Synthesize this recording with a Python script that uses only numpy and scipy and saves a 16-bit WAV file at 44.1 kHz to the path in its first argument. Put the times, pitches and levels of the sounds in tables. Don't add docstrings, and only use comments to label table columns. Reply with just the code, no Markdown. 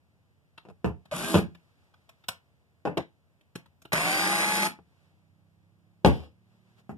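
import sys
import numpy as np
from scipy import signal
from scipy.fft import rfft, irfft, next_fast_len
from scipy.io import wavfile
from scipy.ndimage import uniform_filter1d, minimum_filter1d, map_coordinates

SR = 44100
rng = np.random.default_rng(int(sys.argv[2]) if len(sys.argv) > 2 else 0)


def dump_mix(stems):
    frames = np.atleast_2d(stems).T
    limited = np.clip(frames, -1, 1)
    pcm = np.round(limited * 32767).astype(np.int16)
    wavfile.write(sys.argv[1], SR, pcm)


N = 307394

# (frequency [Hz], spectral density [dB])
AIR_SPECTRUM = [(50, -17.5), (85, 0), (170, -8), (300, -17.5), (600, -20), (1500, -28), (2100, -26.5),
                (3200, -32), (5000, -36.5), (14000, -42.5)]
# (frequency [Hz], t60 [s])
ROOM_DECAY = [(70, 0.21), (170, 0.3), (350, 0.2), (3000, 0.2), (10000, 0.13)]
# (frequency [Hz], correlation [-1 to 1])
MICROPHONE_LIKENESS = [(60, 0.36), (250, 0.92), (550, 0.95), (1200, 0.04)]
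# (frequency [Hz], gain [dB])
DIFFERENCE_LIFT = [(90, 6), (220, 9), (500, 10.5), (1000, 3.5), (2000, 2.5), (4000, 3), (8000, -4.5)]
# (multiple of engine speed [1], level [dB])
EXHAUST_TONES = [(3, 0), (4, -7), (5, -2), (6, -8), (9, -17), (10, -18)]
# (middle [s], half length to 1/e [s], level [dB])
ARM_MOVES = [(1.794, 0.77, -75), (5.006, 0.23, -75.5), (6.653, 0.23, -76), (6.794, 0.018, -66.5)]
# (frequency [Hz], spectral density [dB])
CLOTH_SPECTRUM = [(80, -11), (300, 0.5), (3000, -6.5), (14000, -23.5)]
# (frequency [Hz], level [dB])
METAL_MODES = [(2900, 0.5), (5230, 1), (7700, -5.5), (11400, -8)]
# (time [s], level [dB], thud and boom [dB], edge [dB])
CLICK_EVENTS = [(0.578, -32, -18.5, -28), (1.055, -45, -7.5, -20.5), (1.549, -41, -12, -23.5),
                (1.94, -47, -20.5, -27), (2.092, -40, -38, -16), (2.239, -44.5, -21, -26),
                (2.285, -16, -20.5, -10), (2.973, -18.5, -27.5, -22), (3.41, -53, -12, -20),
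                (3.555, -26.5, -2.5, -14.5), (3.659, -46.5, -12, -22), (3.819, -47, -8.5, -7),
                (3.852, -36.5, -7, -23), (3.93, -15, -5, -9), (4.668, -26, -7.5, -28)]
# (frequency [Hz], level [dB], t60 [s])
CHUCK_MODES = [(666.5, 2.5, 0.036), (3330, -13.5, 0.085), (7800, -12, 0.06)]
# (time [s], level [dB], thud [dB], boom [dB], crack [dB],
# rebound delay [s], rebound level [dB], contact length [s], room level [dB])
BLOW_EVENTS = [(0.652, -47.5, -25, -8.5, -12, 0.016, -7, 0.046, -5.5),
               (0.687, -44.5, -3.5, -1.5, -13, 0.013, -1.5, 0.05, -17),
               (0.845, -18.5, -3.5, -6, -19, .008, -12, 0.041, -5.5),
               (1.343, -11, -8, -1, -10, .010, -3, 0.062, -8),
               (2.853, -21, -20, -12.5, -17.5, 0.019, -3, 0.059, -6),
               (2.972, -19.5, -25.5, -12.5, -23, 0.0097, -13, 0.095, -18),
               (4.789, -48.5, -12, -3, -33.5, 0.0072, -20.5, 0.032, -19),
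               (6.048, -6.5, -6.5, -9, -10.5, .013, -5, 0.031, -5),
               (6.894, -35, -6, 2, -45.5, 0.01, -11.5, 0.067, -8.5)]
# (frequency [Hz], level [dB], t60 [s])
BENCH_MODES = [(78, 12, 0.13), (176, -3, .16), (300, -4, .12), (440, -2, .12), (660, -7, 0.1),
               (810, -3, 0.1), (1200, -3, .1)]
# (frequency [Hz], spectral density [dB])
THUD_SPECTRUM = [(30, -47.5), (50, -22), (78, -3.5), (125, 3), (190, -3), (400, -43)]
BOOM_SPECTRUM = [(70, -29), (160, 5), (320, -2.5), (450, -6), (900, -46.5)]
WOOD_SPECTRUM = [(35, -41), (150, -4.5), (330, 4.5), (520, 0.5), (780, -4.5), (1200, -13), (1700, -15.5),
                 (2600, -21), (6000, -60.5)]
CRACK_SPECTRUM = [(700, -32.5), (1600, -25), (2800, -1), (4200, -8), (7000, -20), (11000, -17.5),
                  (14000, -37.5)]
PLASTIC_SPECTRUM = [(35, -43.5), (150, -16), (600, 0), (1500, 2.5), (2500, 1), (4000, -1.5), (5000, -14.5),
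                    (9000, -35.5)]
EDGE_SPECTRUM = [(3000, -49), (5200, -3), (10000, -3), (14000, -10.5)]
# (on [s], off [s], top speed [turns/s], loosening time constant [s], gears [dB],
# gear drift [dB/s], brushes [dB], commutator tones [dB], board boom [dB], opposed gear noise [dB])
TRIGGER_PULLS = [(1.112, 1.39, 334, .08, -38.5, 16, -39, -12.5, 12.5, -11.5),
                 (3.92, 4.67, 352, .34, -31, -3, -34, 6, 0.5, 8.5)]
# (multiple of shaft speed [1], first screw [dB], second screw [dB])
GEAR_TONES = [(.575, -3, -10), (1, -5, -13), (1.25, -7, -23), (2, -11, -24), (2.495, -20, -7.5),
              (3.735, -25, -14.5), (5, -4, -14), (7.5, -26, -18), (10, -17, -19), (11.25, -24, -17.5)]
# (multiple of shaft speed [1], level [dB])
COMMUTATOR_TONES = [(12, -18), (13, -20), (15, -16), (18, -16), (24, -18), (27, -13), (28, -17)]
# (frequency [Hz], gain [dB])
HOUSING_RESPONSE = [(1100, 0.5), (4200, -2), (4700, 5.5), (5350, -6), (6100, 0.5), (8300, -8), (9300, 1.5),
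                    (10200, -9)]
# (frequency [Hz], spectral density [dB])
GEARBOX_SPECTRUM = [(40, -14), (180, -10.5), (330, -2), (800, -3.5), (1350, -4), (1750, -5.5), (2300, -5),
                    (3300, -11.5), (4300, -15.5), (9000, -39)]
BRUSH_SPECTRUM = [(1500, -31), (3300, -4.5), (5500, -3), (8200, -1.5), (9300, 2.5), (12000, -1),
                  (14000, -15.5)]
# (frequency [Hz], spectral density [dB])
OPPOSED_SPECTRUM = [(900, -30), (1900, 1), (2350, 0), (3300, -27)]

AIR_DB = -69
CRUISE_HZ, PULL_AWAY_S, GAIN_HZ_PER_S = 28.6, 4.45, 3.9
CRUISE_DB, PULLING_DB, SWELL_S = -77, -65.5, 0.82
HEAVY_DB, HOPS, SHAKE_S, SHAKE_DB_PER_S = -10, 120, .2, 125
TAP_DB, TICK_DB, JINGLE_DB, METAL_T60_S = -38, -48.5, -55.5, 0.14
JANGLE_RAD = 2
HARD_CONTACT_S, RISE_SHARE = 0.044, 0.058
REBOUND_DULL_DB = -4
SETTLE_S, SETTLE_WOOD_DB, SETTLE_BOOM_DB = 0.014, -17, -14.5
FIRST_THUD_DB = -9.5
SCREW_DRAG, START_LACK, SPIN_UP_S = 78, .6, .03
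PLAY_TURNS = .004
BRUSH_DB_PER_OCTAVE = 7
GEAR_STOP_S, BRUSH_STOP_S = 0.005, 0.0026
KICK_DB, KICK_HZ, KICK_AT_S, KICK_S = -27, 605, .016, .0061
COMB_HZ = 2091
TOP_HZ = 14300


def amp(db):
    return 10 ** (np.asarray(db) / 20)


def unit(x):
    return x / np.sqrt(np.mean(x ** 2) + 1e-20)


def along(points, hz):
    f, v = np.transpose(points)
    return np.interp(np.log(hz + 1), np.log(f + 1), v)


def wobble(rate, size):
    knots = rng.standard_normal(int(size * rate / SR) + 4)
    return map_coordinates(knots, [np.arange(size) * rate / SR])


def filtered(x, response):
    n = x.shape[-1]
    m = next_fast_len(n + 8192)
    return irfft(rfft(x, m) * response(np.fft.rfftfreq(m, 1 / SR)), m)[..., :n]


def coloured(x, spectrum, size=4096):
    cepstrum = irfft(np.log(amp(along(spectrum, np.fft.rfftfreq(size, 1 / SR)))))
    cepstrum[1:size // 2] *= 2
    cepstrum[size // 2 + 1:] = 0
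    impulse_response = irfft(np.exp(rfft(cepstrum)))
    return signal.fftconvolve(x, impulse_response[None], axes=1)[:, :x.shape[1]]


def diffuse(size):
    turn = lambda hz: np.arccos(np.clip(along(MICROPHONE_LIKENESS, hz), -1, 1)) / 2
    shares = lambda hz: np.array([np.cos(turn(hz)), np.sin(turn(hz))])
    mid, side = filtered(rng.standard_normal((2, size)), shares)
    return np.array([mid + side, mid - side])


def in_shop(x, wet_db, near_db, count=2):
    hz, t, z = signal.stft(diffuse(SR // 2), SR, nperseg=256)
    decay = amp(-60 * t / along(ROOM_DECAY, hz)[:, None])
    build_up = 1 - np.exp(-t / 0.0088)
    tail = signal.istft(z * decay * build_up, SR, nperseg=256)[1]
    near = diffuse(tail.shape[1]) * np.exp(-np.arange(tail.shape[1]) / SR / .003)
    paths = amp(wet_db) * tail / np.linalg.norm(tail[0]) + amp(near_db) * near / np.linalg.norm(near[0])
    echo = signal.fftconvolve(x[None], paths, axes=1)[:, :len(x)]
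    direct = np.array([x, np.pad(x, (count, 0))[:len(x)]])
    return direct + echo


def add(out, s, x):
    part = out[:, round(s * SR):][:, :x.shape[1]]
    part += x[:, :part.shape[1]]


def room_air():
    return amp(AIR_DB) * unit(coloured(diffuse(N), AIR_SPECTRUM))


def distant_engine():
    pulling_s = np.maximum(np.arange(N) / SR - PULL_AWAY_S, 0)
    turns = np.cumsum(CRUISE_HZ + GAIN_HZ_PER_S * pulling_s) / SR
    level_db = np.interp(pulling_s, [0, SWELL_S], [CRUISE_DB, PULLING_DB])
    drone = np.zeros(N)
    for order, db in EXHAUST_TONES:
        level = amp(db + 0.59 * wobble(0.8, N))
        drone += level * np.sin(2 * np.pi * order * turns + 0.22 * wobble(4.4, N))
    return amp(level_db) * drone * amp([[-1], [1]])


def jacket():
    t = np.arange(N) / SR
    motion = sum(amp(db) * np.exp(-((t - s) / half_s) ** 2) for s, half_s, db in ARM_MOVES)
    return motion * amp(1.9 * wobble(18, N)) * unit(coloured(diffuse(N), CLOTH_SPECTRUM))


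def loose_things():
    out = np.zeros((2, N))
    t = np.arange(SR // 2) / SR
    for s, db, *_ in BLOW_EVENTS:
        if db > HEAVY_DB:
            after = SHAKE_S * rng.random(HOPS)
            size_db = rng.normal(0, 3, HOPS)
            hops = np.bincount((after * SR).astype(int), amp(size_db - SHAKE_DB_PER_S * after), len(t))
            ring = np.zeros(len(t))
            for hz, level in METAL_MODES:
                phase = 2 * np.pi * hz * t + JANGLE_RAD * wobble(500, len(t))
                ring += amp(level - 60 * t / METAL_T60_S) * np.sin(phase)
            taps = in_shop(hops, wet_db=4, near_db=2)
            jingle = signal.fftconvolve(taps, ring[None], axes=1)[:, :len(t)]
            add(out, s, amp(db + TAP_DB) * unit(coloured(taps, WOOD_SPECTRUM)))
            add(out, s, amp(db + TICK_DB) * unit(coloured(taps, CRACK_SPECTRUM)))
            add(out, s, amp(db + JINGLE_DB) * unit(jingle))
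    return out


def blow(modes, parts, ring_db, rattle_db, rattle_t60, rise, wet_db, near_db):
    t = np.arange(SR // 2) / SR
    push = unit(signal.unit_impulse(len(t)))
    ring = np.zeros(len(t))
    for hz, db, t60 in modes:
        strength = amp(db + rng.normal(0, 2.5))
        ring += strength * amp(-60 * t / t60) * np.sin(2 * np.pi * (hz * t + rng.random()))
    rattle = unit(rng.standard_normal(len(t)) * amp(-60 * t / rattle_t60) * (1 - np.exp(-t / rise)))
    contact = push + amp(ring_db) * unit(ring) + amp(rattle_db) * rattle
    heard = in_shop(contact, wet_db, near_db)
    return sum(amp(db) * unit(coloured(heard, spectrum)) for spectrum, db in parts)


def clicks():
    out = np.zeros((2, N))
    for s, db, thud_db, edge_db in CLICK_EVENTS:
        parts = [(PLASTIC_SPECTRUM, db - 30.5), (THUD_SPECTRUM, db + thud_db - 26.0),
                 (BOOM_SPECTRUM, db + thud_db - 22.0), (EDGE_SPECTRUM, db + edge_db - 20.5)]
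        add(out, s - .001, blow(CHUCK_MODES, parts, ring_db=-4, rattle_db=15, rattle_t60=0.024,
                                rise=0.0072, wet_db=-10.5, near_db=0))
    return out


def knocks():
    out = np.zeros((2, N))
    for s, db, thud_db, boom_db, crack_db, rebound_s, rebound_db, contact_s, room_db in BLOW_EVENTS:
        strike = lambda parts: blow(
            BENCH_MODES, parts, ring_db=-11.0, rattle_db=20 * np.log10(contact_s / HARD_CONTACT_S),
            rattle_t60=contact_s, rise=RISE_SHARE * contact_s, wet_db=room_db, near_db=-5)
        weight_db = db + thud_db - 19.0
        for after, level, dull_db in [(0, db, 0), (rebound_s, db + rebound_db, REBOUND_DULL_DB)]:
            parts = [(WOOD_SPECTRUM, level - 19.5), (BOOM_SPECTRUM, level + boom_db - 18.0),
                     (THUD_SPECTRUM, weight_db + FIRST_THUD_DB),
                     (CRACK_SPECTRUM, level + crack_db + dull_db - 26)]
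            add(out, s + after, strike(parts))
        settling = [(THUD_SPECTRUM, weight_db), (WOOD_SPECTRUM, weight_db + SETTLE_WOOD_DB),
                    (BOOM_SPECTRUM, weight_db + SETTLE_BOOM_DB)]
        add(out, s + SETTLE_S, strike(settling))
    return out


def shaft_speed(age, top, loosen_s):
    return (top - SCREW_DRAG * np.exp(-age / loosen_s)) * (1 - START_LACK * np.exp(-age / SPIN_UP_S))


def tones(table, turns, waver_db, slop):
    n = len(turns)
    total = np.zeros(n)
    for order, db in table:
        level = np.sqrt(2) * amp(db + waver_db * wobble(12, n))
        total += level * np.sin(2 * np.pi * (order * turns + rng.random()) + slop * wobble(45, n))
    return total


def chatter(turns, count, repeat_share, grain_db, size=128):
    n = len(turns)
    angle = turns + PLAY_TURNS * wobble(60, n)
    surface = rng.standard_normal(count * size)
    worn = unit(map_coordinates(surface, [angle * size], mode="grid-wrap"))
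    contact = np.sqrt(repeat_share) * worn + np.sqrt(1 - repeat_share) * rng.standard_normal(n)
    return unit(contact * amp(grain_db * wobble(500, n)))


def starting_jolt(age):
    return amp(KICK_DB) * np.sin(2 * np.pi * KICK_HZ * age) * np.exp(-((age - KICK_AT_S) / KICK_S) ** 2)


def drill():
    out = np.zeros((2, N))
    age = np.arange(round(1.2 * SR)) / SR
    for pull, (on, off, top, loosen_s, gear_db, drift_db, brush_db,
               commutator_db, board_db, opposed_db) in enumerate(TRIGGER_PULLS):
        switch_on = 1 - np.exp(-age / 0.00053)
        released_s = np.maximum(on + age - off, 0)
        speed = shaft_speed(age, top, loosen_s)
        turns = np.cumsum(speed) / SR
        gear = switch_on * np.exp(-released_s / GEAR_STOP_S) * amp(gear_db + drift_db * age)
        brush_level = amp(brush_db + BRUSH_DB_PER_OCTAVE * np.log2(speed / top))
        brush = switch_on * np.exp(-released_s / BRUSH_STOP_S) * brush_level
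        spun = 1 - np.exp(-age / .09)
        gear_table = [(order, levels[pull]) for order, *levels in GEAR_TONES]
        mesh = tones(gear_table, turns, waver_db=2.5, slop=0.5)
        singing = amp(commutator_db) * tones(COMMUTATOR_TONES, turns, waver_db=1.8, slop=0.8)
        whine = spun * (gear * mesh + brush * singing)
        whine_heard = in_shop(whine + starting_jolt(age), wet_db=-10, near_db=-12)
        add(out, on, coloured(whine_heard, HOUSING_RESPONSE))
        teeth = gear * chatter(turns, count=4, repeat_share=.22, grain_db=2.7)
        grinding = in_shop(teeth, wet_db=-7, near_db=-8)
        add(out, on, amp(11.5) * coloured(grinding, GEARBOX_SPECTRUM))
        add(out, on, amp(board_db) * coloured(grinding, BOOM_SPECTRUM))
        gear_noise = gear * chatter(turns, count=4, repeat_share=.1, grain_db=3)
        opposed = in_shop(gear_noise, wet_db=-7, near_db=-8)
        add(out, on, amp(opposed_db) * coloured(opposed, OPPOSED_SPECTRUM) * [[1], [-1]])
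        sparks = brush * chatter(turns, count=1, repeat_share=.22, grain_db=2.7)
        hissing = in_shop(sparks, wet_db=-7, near_db=-7)
        add(out, on, amp(5.0) * coloured(hissing, BRUSH_SPECTRUM) * amp([[2.2], [-1.8]]))
    return out


def scene():
    background = room_air() + distant_engine() + jacket()
    contacts = loose_things() + clicks() + knocks() * amp([[.4], [-.4]])
    return background + contacts + drill()


def limited(x, ceiling, size=177):
    needed = np.minimum(1, ceiling / (np.abs(x).max(axis=0) + 1e-9))
    return x * uniform_filter1d(minimum_filter1d(needed, size), size)


def record(dry):
    depth_points = [(350, 0.012), (900, 1.0), (2100, 0.92), (6000, 0.25), (13000, 0.0)]  # (Hz, share)
    depth = lambda hz: np.clip(along(depth_points, hz), 0, 1)
    cross = lambda hz: depth(hz) * np.exp(-2j * np.pi * hz / COMB_HZ)
    low_cut = lambda hz: (1j * hz / (1j * hz + 35)) ** 2
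    lift = lambda hz: amp(along(DIFFERENCE_LIFT, hz))
    combs = lambda hz: np.array([1 - cross(hz), (1 + cross(hz)) * lift(hz)]) / np.hypot(1, depth(hz))
    pair = np.array([dry[0] + dry[1], dry[0] - dry[1]]) / 2
    mid, side = filtered(pair, lambda hz: combs(hz) * low_cut(hz))
    both = limited(np.array([mid + side, mid - side]), ceiling=.93)
    return filtered(both, lambda hz: hz < TOP_HZ)


dry = scene()
out = record(dry)
dump_mix(out)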